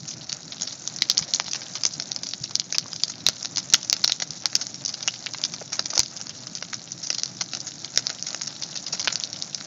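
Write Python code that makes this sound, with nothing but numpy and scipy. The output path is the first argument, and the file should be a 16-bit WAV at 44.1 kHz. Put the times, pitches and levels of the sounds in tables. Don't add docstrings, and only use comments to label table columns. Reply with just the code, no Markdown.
import sys
import numpy as np
from scipy import signal
from scipy.fft import rfft, irfft, next_fast_len
from scipy.io import wavfile

SR = 44100
rng = np.random.default_rng(int(sys.argv[2]) if len(sys.argv) > 2 else 0)


def output_pcm(signal):
    pcm = np.clip(np.atleast_2d(signal).T, -1, 1) * 32767
    wavfile.write(sys.argv[1], SR, np.round(pcm).astype(np.int16))


N = 426138
MS = SR / 1000
LEAD_S = .004
MIC_TOP_HZ, CUTOFF_HZ = 7250, 16200


def from_db(db):
    return 10 ** (np.asarray(db) / 20)


def rms_one(x):
    return x / np.sqrt(np.mean(x ** 2) + 1e-20)


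def one_ms(x):
    return x * np.sqrt(MS / (np.sum(x ** 2) + 1e-20))


def in_time(rows):
    s, *columns = np.transpose(rows)
    return [np.interp(np.arange(N) / SR, s, c) for c in columns]


def band(x, low_hz, high_hz, order=2):
    sos = signal.butter(order, [low_hz, min(high_hz, .45 * SR)], "band", fs=SR, output="sos")
    return signal.sosfilt(sos, x + 1e-18)


def lowpass_both_ways(x, hz):
    return signal.sosfiltfilt(signal.butter(1, hz, fs=SR, output="sos"), x)


def delayed(x, seconds):
    return np.interp(np.arange(len(x)) - seconds * SR, np.arange(len(x)), x, left=0)


def add(out, s, sound):
    start = max(round(s * SR), 0)
    out[start:start + len(sound)] += sound[:max(N - start, 0)]


def drift(rate_hz):
    r = np.exp(-80 * np.pi * rate_hz / SR)
    noise = rng.standard_normal(N // 40 + 2002)
    slow = signal.lfilter([1], [1, -2 * r, r * r], noise)[2000:]
    return np.interp(np.arange(N) / 40, np.arange(len(slow)), rms_one(slow))


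def coloured(x, spectrum):
    hz, db = np.transpose(spectrum)
    size = next_fast_len(N)
    octave = np.log2(np.maximum(np.fft.rfftfreq(size, 1 / SR), 1))
    outside = abs(octave - np.clip(octave, np.log2(hz[0]), np.log2(hz[-1])))
    gain = from_db(np.interp(octave, np.log2(hz), db) - 20 * outside)
    return rms_one(irfft(rfft(x, size) * gain, size)[:N])


def turbulence(spectrum, flicker_db, rate_hz):
    noise = coloured(rng.standard_normal(N), spectrum)
    return rms_one(noise * from_db(flicker_db * drift(rate_hz)))


def narrow(x):
    return signal.fftconvolve(x, signal.firwin(91, MIC_TOP_HZ, window=("kaiser", 5), fs=SR), "same")


def tearing(tear_ms, fibres_per_ms=10.0, spread_db=3.5, main_break=2.22, fade=0.64,
            lead=0.52, lead_share=0.54, clump_db=6.0):
    age_ms = np.arange(-round(LEAD_S * SR), SR // 12) / MS
    gives = rng.random(len(age_ms)) < fibres_per_ms / MS
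    push, size = rng.standard_normal((2, len(age_ms)))
    clumps = np.interp(age_ms, np.arange(90), rng.standard_normal(90))
    clumping_db = clump_db * clumps * min(tear_ms / 2, 1)
    force = gives * push * from_db(spread_db * size + clumping_db)
    before = lead * np.exp(-abs(age_ms) / (lead_share * tear_ms))
    after = np.exp(-(abs(age_ms) / tear_ms) ** fade)
    force *= np.where(age_ms < 0, before, after)
    force[age_ms == 0] = main_break
    return force[age_ms < 3 * tear_ms + 6]


def splinter(force, hz, half_width):
    ratio = max(half_width, 1.05)
    return band(force, hz / ratio, hz * ratio)


# start_s, crack_db, body_db (woody body), pitch_hz (crack), tear_ms (at least 0.05 is played)
LOUD_SPLITS = [(0.0786, -17.5, -37.5, 6000, 20), (0.2956, -19, -36.5, 5150, 3.5),
               (0.3204, -25, -40, 5070, 0.17), (0.328, -15.5, -33, 5400, 0.11),
               (0.5224, -22.5, -37, 4570, 2.3), (0.6117, -21, -38, 5150, 1.4),
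               (0.6203, -15, -33.5, 6350, 2.2), (0.6295, -17, -40, 6360, 3), (0.6737, -19, -36, 4740, 7.5),
               (0.7273, -23, -43, 5530, 3.3), (0.8756, -14.5, -35.5, 5800, 0.87),
               (0.9624, -21.5, -42, 5850, 1.3), (0.9868, -24, -48, 4800, 0.8),
               (1.0213, -6, -22, 4720, 0.39), (1.0885, -33, -40, 5500, 0.3), (1.0992, -3, -23, 4600, 0.72),
               (1.1144, -14, -39, 4740, 0.19), (1.1733, -16, -40, 4600, 0.3), (1.1794, -6, -51, 5170, 0.7),
               (1.1905, -13.5, -29, 6340, 2.4), (1.2247, -21, -30, 4900, 3.9), (1.3376, -9, -37, 5200, 0.4),
               (1.3465, -10, -37, 6260, 2), (1.3605, -19, -41, 5100, 0.4),
               (1.3993, -16.5, -15.5, 5750, 0.043), (1.4662, -26, -48, 5140, 2.3),
               (1.4822, -25, -31.5, 5000, 0.79), (1.5145, -19, -43, 5560, 4),
               (1.5342, -15, -36, 5200, 0.26), (1.547, -25, -26, 5400, 2.3), (1.556, -21, -29, 5500, 3.2),
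               (1.6179, -28, -31.5, 5160, 3.7), (1.7535, -18, -28, 5470, 4.3),
               (1.836, -13.5, -31, 5700, 0.84), (1.8526, -8.5, -23, 5450, 0.69),
               (1.8638, -13, -40, 6230, 1.7), (1.9368, -22, -50, 5800, 2.7),
               (1.9996, -16, -28.5, 5370, 1.8), (2.023, -21, -38, 5400, 0.66),
               (2.118, -15, -44, 5100, 0.29), (2.1624, -16, -37, 5500, 0.51),
               (2.2341, -19, -32.5, 5470, 1.8), (2.269, -21, -43, 5300, 0.49),
               (2.2893, -20.5, -51, 6000, 0.72), (2.3108, -25.5, -54, 5130, 0.5),
               (2.3362, -17, -35.5, 5000, 0.48), (2.44, -16, -42, 5100, 1.9),
               (2.5098, -27, -36.5, 5200, 1.6), (2.5547, -7.5, -29, 5130, 0.041),
               (2.5983, -11, -53, 5320, 0.37), (2.7256, -14, -28.5, 5660, 1.7),
               (2.7467, -17, -26, 5300, 4.3), (2.7838, -6.5, -24.5, 5130, 0.056),
               (2.9321, -21, -33, 5400, 0.93), (2.9623, -22.5, -44, 5270, 3.5),
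               (2.9996, -29, -46, 5070, 0.5), (3.0356, -9, -32, 5160, 0.55), (3.0814, -23, -43, 5360, 0.68),
               (3.0976, -19.5, -34, 5800, 5.7), (3.2657, -3.5, -18, 5000, 0.33),
               (3.287, -5.5, -15.5, 5250, 0.1), (3.4291, -21, -42, 6140, 0.3),
               (3.4485, -21, -32.5, 5000, 1.5), (3.4566, -18, -35, 5500, 0.17),
               (3.5607, -19, -43, 5350, 1.1), (3.5721, -13, -31, 5260, 0.13),
               (3.581, -11.5, -28, 5500, 5.4), (3.7014, -22, -48, 5500, 0.4),
               (3.7264, -21, -45, 5100, 0.57), (3.7373, 0, -19, 6250, 0.7), (3.7433, -3, -14.5, 4170, 0.62),
               (3.7519, -12.5, -47, 6100, 0.4), (3.8302, -23.5, -44, 5560, 0.65),
               (3.8475, -25, -51, 5130, 0.8), (3.8988, -9, -34, 5750, 0.12), (3.9287, -4, -19, 4940, 0.49),
               (3.9662, -25, -36, 5300, 1.1), (4.0406, -10.5, -27, 5200, 0.5),
               (4.0447, -4.5, -21.5, 4780, 0.47), (4.0776, -9.5, -27, 5330, 1.1),
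               (4.0965, -16, -24, 4970, 1.7), (4.121, -9, -32, 4730, 0.32),
               (4.2011, -19.5, -31.5, 5440, 0.95), (4.2218, -14.5, -21, 5800, 3.3),
               (4.3071, -20.5, -59, 5430, 0.25), (4.4574, -8, -20, 5340, 0.07),
               (4.5304, -29, -32.5, 5460, 2.1), (4.5537, -3, -18, 5600, 0.33),
               (4.613, -14.5, -31.5, 5430, 8.2), (4.6685, -20, -44, 5440, 0.69),
               (4.7439, -24.5, -42, 5500, 1), (4.8505, -16.5, -46, 5960, 1.4),
               (4.8602, -14.5, -48, 5460, 1.4), (4.8806, -19.5, -46, 5700, 4),
               (4.892, -20, -35.5, 5400, 4.6), (4.941, -18.5, -34.5, 5040, 1.1),
               (5.0071, -30, -40, 4970, 0.4), (5.028, -19.5, -38, 5500, 2.2),
               (5.0773, -10.5, -22.5, 6100, 0.24), (5.0824, -20, -23.5, 5600, 0.25),
               (5.1397, -25, -38, 5600, 2.4), (5.262, -19.5, -32, 5600, 0.32),
               (5.268, -18.5, -46, 3000, 0.14), (5.3364, -20.5, -37, 5560, 0.8),
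               (5.3465, -31, -25.5, 4770, 1.6), (5.3845, -25, -43, 5300, 0.5),
               (5.4159, -25, -39, 5650, 0.6), (5.4387, -11.5, -27, 4730, 0.99),
               (5.451, -14, -31, 5270, 2.7), (5.5385, -20.5, -30.5, 5650, 2.6),
               (5.5637, -31, -45, 4800, 0.15), (5.724, -14.5, -25, 6060, 20),
               (5.794, -10.5, -29, 5170, 1.1), (5.8585, -17, -30, 5600, 3.8), (5.9053, -18, -34, 5640, 2.7),
               (5.9366, -21.5, -44, 5540, 1.1), (5.9535, -15, -31, 5850, 7.3),
               (5.9778, -7.5, -25.5, 5600, 0.89), (5.9941, -3, -16, 5630, 0.34),
               (6.0026, -10.5, -26, 5600, 0.18), (6.033, -19.5, -38, 5600, 1.2),
               (6.0605, -25.5, -52, 4900, 0.45), (6.166, -22.5, -41, 5900, 2.3),
               (6.2045, -31, -41, 5800, 2.1), (6.2136, -23, -35, 5800, 0.8), (6.2694, -26, -38, 5370, 0.4),
               (6.2943, -23.5, -34, 5960, 2.6), (6.4701, -25, -36, 5730, 0.81),
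               (6.5524, -20, -46, 5400, 0.45), (6.56, -22.5, -37, 5600, 7.9),
               (6.6254, -21.5, -24.5, 5060, 0.88), (6.732, -26, -23, 5840, 6.8),
               (6.743, -18, -44, 5530, 0.6), (6.9205, -20, -56, 6350, 2.4), (7.033, -17.5, -38, 5700, 14),
               (7.0713, -19, -43, 5740, 7.6), (7.1034, -11.5, -23, 5700, 1.3),
               (7.1285, -21, -36, 5430, 1.4), (7.1457, -17, -39, 4770, 3.9), (7.1843, -16, -36, 5340, 3.6),
               (7.1971, -22, -42, 4900, 0.58), (7.2344, -12, -32, 5470, 0.22),
               (7.2586, -21, -45, 5240, 0.24), (7.4115, -12, -23, 5540, 2.8),
               (7.5344, -19, -28.5, 5200, 1.8), (7.5499, -18.5, -32.5, 5530, 0.7),
               (7.5715, -25, -38, 5700, 0.54), (7.604, -20.5, -52, 5800, 0.73),
               (7.6138, -28, -53, 5340, 0.4), (7.6707, -19, -35, 6060, 8), (7.8461, -20.5, -37, 4940, 1.3),
               (7.9608, -20, -34, 5800, 0.56), (7.9753, -4.5, -18.5, 5040, 0.73),
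               (7.9928, -21, -34, 5300, 1.4), (8.069, -11.5, -28, 4630, 0.13),
               (8.0953, -24, -31.5, 5850, 0.56), (8.101, -19, -26, 5700, 2.6),
               (8.2257, -18, -40, 5600, 0.35), (8.267, -18, -33, 5830, 11), (8.2872, -22, -39, 6000, 0.69),
               (8.3055, -27, -39, 5300, 0.89), (8.3301, -25, -38, 5700, 0.33),
               (8.3466, -19, -25.5, 5840, 0.45), (8.4132, -26.5, -31, 5300, 0.3),
               (8.4187, -16.5, -34.5, 6000, 1.1), (8.4333, -23, -46, 5700, 2.4),
               (8.4609, -28, -53, 5500, 0.2), (8.4729, -22, -40, 6200, 1.2), (8.4776, -20, -36, 5630, 0.89),
               (8.6232, -20, -35, 4900, 1.1), (8.6351, -18, -55, 5100, 0.86), (8.7565, -22, -34, 5330, 2.7),
               (8.764, -23, -38, 5270, 1.7), (8.7742, -19.5, -48, 5050, 0.63),
               (8.8663, -18.5, -36, 5050, 5.4), (8.9295, -13.5, -38, 5500, 6.3),
               (8.9493, -23, -31.5, 5660, 3.2), (8.9958, -14, -30, 5840, 3.7),
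               (9.0155, -23, -41, 5400, 0.8), (9.0279, -24, -43, 5300, 0.6), (9.0459, -18, -31, 5530, 3.6),
               (9.0748, -21, -13, 5800, 0.49), (9.0806, -11, -20.5, 3880, 0.11),
               (9.1024, -27, -30, 5100, 2.3), (9.1263, -15, -33, 5900, 3.2), (9.1571, -13, -30, 5400, 0.2),
               (9.2, -18.5, -41, 5900, 0.46), (9.2371, -13.5, -49, 5040, 0.69),
               (9.33, -20.5, -43, 5340, 0.69), (9.4238, -15.5, -50, 5500, 0.23),
               (9.5469, -15.5, -40, 5200, 0.73), (9.6108, -31.5, -33.5, 4760, 0.28)]


def pops(rows, half_width_hz=1020, body_low_hz=800, body_high_hz=2900, lowest_hz=260,
         crack_trim_db=0.52, body_trim_db=1.5):
    out = np.zeros(N)
    for start_s, crack_db, body_db, hz, tear_ms in rows:
        force = tearing(max(tear_ms, .05))
        ring = band(force, max(hz - half_width_hz, hz / 2), hz + half_width_hz)
        crack = one_ms(narrow(ring))
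        knock = band(force, body_low_hz, body_high_hz, order=1)
        body = one_ms(narrow(band(knock, lowest_hz, MIC_TOP_HZ)))
        split = from_db(crack_db + crack_trim_db) * crack - from_db(body_db + body_trim_db) * body
        add(out, start_s - LEAD_S, split)
    return out


SMALL_POPS_PER_S, SMALL_CRACK_DB, SMALL_BODY_DB, SMALL_PITCH_HZ, SMALL_TEAR_MS = 42, -32, -50, 5600, 1


def small_pops(hiss_db, crack_spread_db=1.0, body_spread_db=3.5, pitch_spread=0.22, tear_spread=0.73,
               follows=1.0, count=500):
    moment, chance = rng.random((count, 2)).T
    crack, body, pitch, tear = np.clip(rng.standard_normal((count, 4)), -1.8, 1.8).T
    start_s = (np.arange(count) + moment) / count * N / SR
    vigour_db = follows * (hiss_db - hiss_db.mean())[(start_s * SR).astype(int)]
    rows = np.transpose([
        start_s,
        SMALL_CRACK_DB + vigour_db + crack_spread_db * crack,
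        SMALL_BODY_DB + vigour_db + body_spread_db * body,
        SMALL_PITCH_HZ * np.exp(pitch_spread * pitch),
        SMALL_TEAR_MS * np.exp(tear_spread * tear)])
    return rows[chance < SMALL_POPS_PER_S * N / SR / count]


# start_s, level_db (energy as rms over one millisecond), pitch_hz
RINGING_STICKS = [(1.0213, -19, 2350), (2.7467, -23, 2600), (3.0356, -15, 4570), (3.7424, -18, 2130),
                  (5.0824, -13, 3080), (5.268, -27, 2440), (9.0742, -16.5, 1400), (9.0806, -23, 2800)]


def clacks(half_width=1.11, ring_ms=1.4):
    out = np.zeros(N)
    for start_s, level_db, hz in RINGING_STICKS:
        clack = one_ms(splinter(tearing(ring_ms), hz, half_width))
        add(out, start_s - LEAD_S, from_db(level_db) * clack)
    return out


# start_s, level_db (energy as rms over one millisecond), pitch_hz
LOW_KNOCKS = [(1.399, -30, 402), (1.853, -30, 400), (2.859, -32.5, 614), (3.287, -29, 450),
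              (3.742, -28, 650), (5.614, -27, 790), (5.793, -20.5, 880), (5.933, -24.5, 794),
              (5.97, -24.5, 640), (5.978, -29, 450), (5.992, -21.5, 328), (8.933, -26.5, 716),
              (9.078, -32, 330)]


def knocks(half_width=1.85, settle_ms=2.7):
    out = np.zeros(N)
    for start_s, level_db, hz in LOW_KNOCKS:
        knock = one_ms(splinter(tearing(settle_ms), hz, half_width))
        add(out, start_s - LEAD_S, from_db(level_db) * knock)
    return out


def crackle(hiss_db, per_s=480, spread_db=1.0, level_db=-4.0, body_db=-16.0, tear_ms=0.7, tick=4.5,
            flurry_db=4.5, tilt=8.1, half_width=1.16):
    out = np.zeros(N)
    pitches = np.geomspace(4200, 6800, num=6)
    flurry = from_db(flurry_db * drift(22))
    for hz in pitches:
        born = rng.random(N) < per_s / len(pitches) * flurry / SR
        sizes = from_db(spread_db * np.minimum(rng.exponential(1, N), 2.5))
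        fizz_power = signal.lfilter([1], [1, -np.exp(-2 / (tear_ms * MS))], born * sizes ** 2 + 1e-18)
        fizz = np.sqrt(fizz_power) * rng.standard_normal(N)
        force = tick * born * sizes + fizz
        ring = rms_one(splinter(force, hz, half_width))
        body = from_db(body_db) * rms_one(band(force, 490, 3800))
        out += (hz / pitches[0]) ** tilt * (ring + body)
    return from_db(hiss_db + level_db) * rms_one(out)


def ribs(start_s=0.0024, high_hz=7700, low_hz=4000, glide_s=0.0033, swell_s=0.0023):
    age = np.arange(SR // 40) / SR
    hz = low_hz + (high_hz - low_hz) * np.exp(-age / glide_s)
    swell = age * np.exp(-(age / swell_s) ** 2 / 2)
    chirp = swell * np.sin(2 * np.pi * np.cumsum(hz) / SR)
    return np.pad(chirp / abs(rfft(chirp)).max(), (round(start_s * SR), 0))


def scattered(sound, decay_s):
    age = np.arange(SR // 4) / SR
    paths = rng.standard_normal((2, len(age))) * np.exp(-age / decay_s) * (1 - np.exp(-age * 2000))
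    one, other = (signal.oaconvolve(sound, p / np.linalg.norm(p))[:N] for p in paths)
    turn = np.pi * drift(4.6)
    return np.cos(turn) * one + np.sin(turn) * other


ECHO_S, ECHO_DB, RIBS_DB = .0082, -16.5, -15.5
SCATTER_S, SCATTER_DB = .0018, -10.5


def yard(x, ground=0.21, ground_s=0.00141, late_db=-17.0, late_s=0.0042, far_db=-23.0, far_s=0.04):
    x = x + ground * delayed(lowpass_both_ways(x, 2200), ground_s)
    lag_s = ECHO_S + .00012 * drift(5)
    chirps = from_db(RIBS_DB) * signal.oaconvolve(x, ribs())[:N]
    late = from_db(late_db) * scattered(x, late_s)
    echo = delayed(from_db(ECHO_DB) * x + chirps + late, lag_s)
    echo = band(echo, 1500, 20000, order=1)
    pile = from_db(SCATTER_DB) * scattered(x, SCATTER_S)
    tail = from_db(far_db) * scattered(x, far_s)
    return x + pile + echo + tail


# pitch_hz, level_db (per Hz)
SAP_SPECTRUM = [(2000, -27.5), (3000, -15), (3800, 0.5), (4800, 1.5), (5700, 6), (6800, -3), (8000, -4)]


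def sizzle(per_s=6000, spread_db=7.0, flicker_db=2.5):
    born = rng.random(N) < per_s / SR
    bursts = born * rng.choice([-1, 1], N) * from_db(spread_db * rng.standard_normal(N))
    return coloured(bursts * from_db(flicker_db * drift(36)), SAP_SPECTRUM)


# pitch_hz, level_db (per Hz)
RUSH_SPECTRUM = [(330, -5.5), (450, -6.5), (600, 1), (780, -1), (1040, -8), (1380, -4.5), (1950, -8),
                 (3000, -11.5), (4500, -22.5)]


def flame_rush():
    return turbulence(RUSH_SPECTRUM, flicker_db=2.5, rate_hz=26)


# pitch_hz, level_db (per Hz)
ROAR_SPECTRUM = [(30, -36.5), (60, -24.5), (85, -12.5), (120, 1), (165, 2), (230, -3), (310, -3.5),
                 (410, -16.5), (700, -21.5)]


def flame_roar(level_db=-48):
    return from_db(level_db) * turbulence(ROAR_SPECTRUM, flicker_db=1.56, rate_hz=11)


# start_s, level_db (peak of the swell), pitch_hz, swell_ms (time to that peak)
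GAS_POCKETS = [(0.025, -35, 151, 6.8), (0.328, -40.5, 148, 5), (1.213, -31, 153, 3.8),
               (2.409, -33, 142, 5.8), (3.287, -34.5, 85, 2.6), (5.994, -27, 90, 1.8)]


def puffs():
    out, age = np.zeros(N), np.arange(SR // 10) / SR
    for start_s, level_db, hz, swell_ms in GAS_POCKETS:
        grown = age * SR / (swell_ms * MS)
        swell = grown * np.exp(1 - grown)
        add(out, start_s, from_db(level_db) * swell * np.sin(2 * np.pi * hz * age))
    return out


# start_s, hiss_db (sap), rush_db (flames)
FIRE_VIGOUR = [(0.0, -46.5, -56), (1.24, -41.5, -50), (2.69, -45, -56), (3.69, -43.5, -53),
               (5.85, -44.5, -52.5), (6.7, -45.5, -55.5), (9.25, -42, -50.5), (9.66, -44, -52.5)]


def scene(hiss_trim_db=-1, rush_trim_db=1.5):
    hiss_db, rush_db = in_time(FIRE_VIGOUR)
    splits = pops(LOUD_SPLITS) + pops(small_pops(hiss_db))
    wood = yard(splits + clacks() + knocks() + crackle(hiss_db))
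    hiss = from_db(hiss_db + hiss_trim_db) * sizzle()
    rush = from_db(rush_db + rush_trim_db) * flame_rush()
    return (wood + hiss + rush + flame_roar() + puffs())[None]


def record(dry, ceiling=0.89, splash_hz=8500, thump=0.34, thump_hz=500):
    heard = narrow(dry[0])
    excess = heard - np.clip(heard, -ceiling, ceiling)
    removed = lowpass_both_ways(excess, min(splash_hz, .45 * SR))
    bias = thump * band(np.tanh(abs(excess)), 40, thump_hz, order=1)
    held = np.clip(heard - removed - bias, -.96, .96)
    return signal.sosfilt(signal.cheby2(12, 60, CUTOFF_HZ, fs=SR, output="sos"), held)[None]


dry = scene()
out = record(dry)
output_pcm(out)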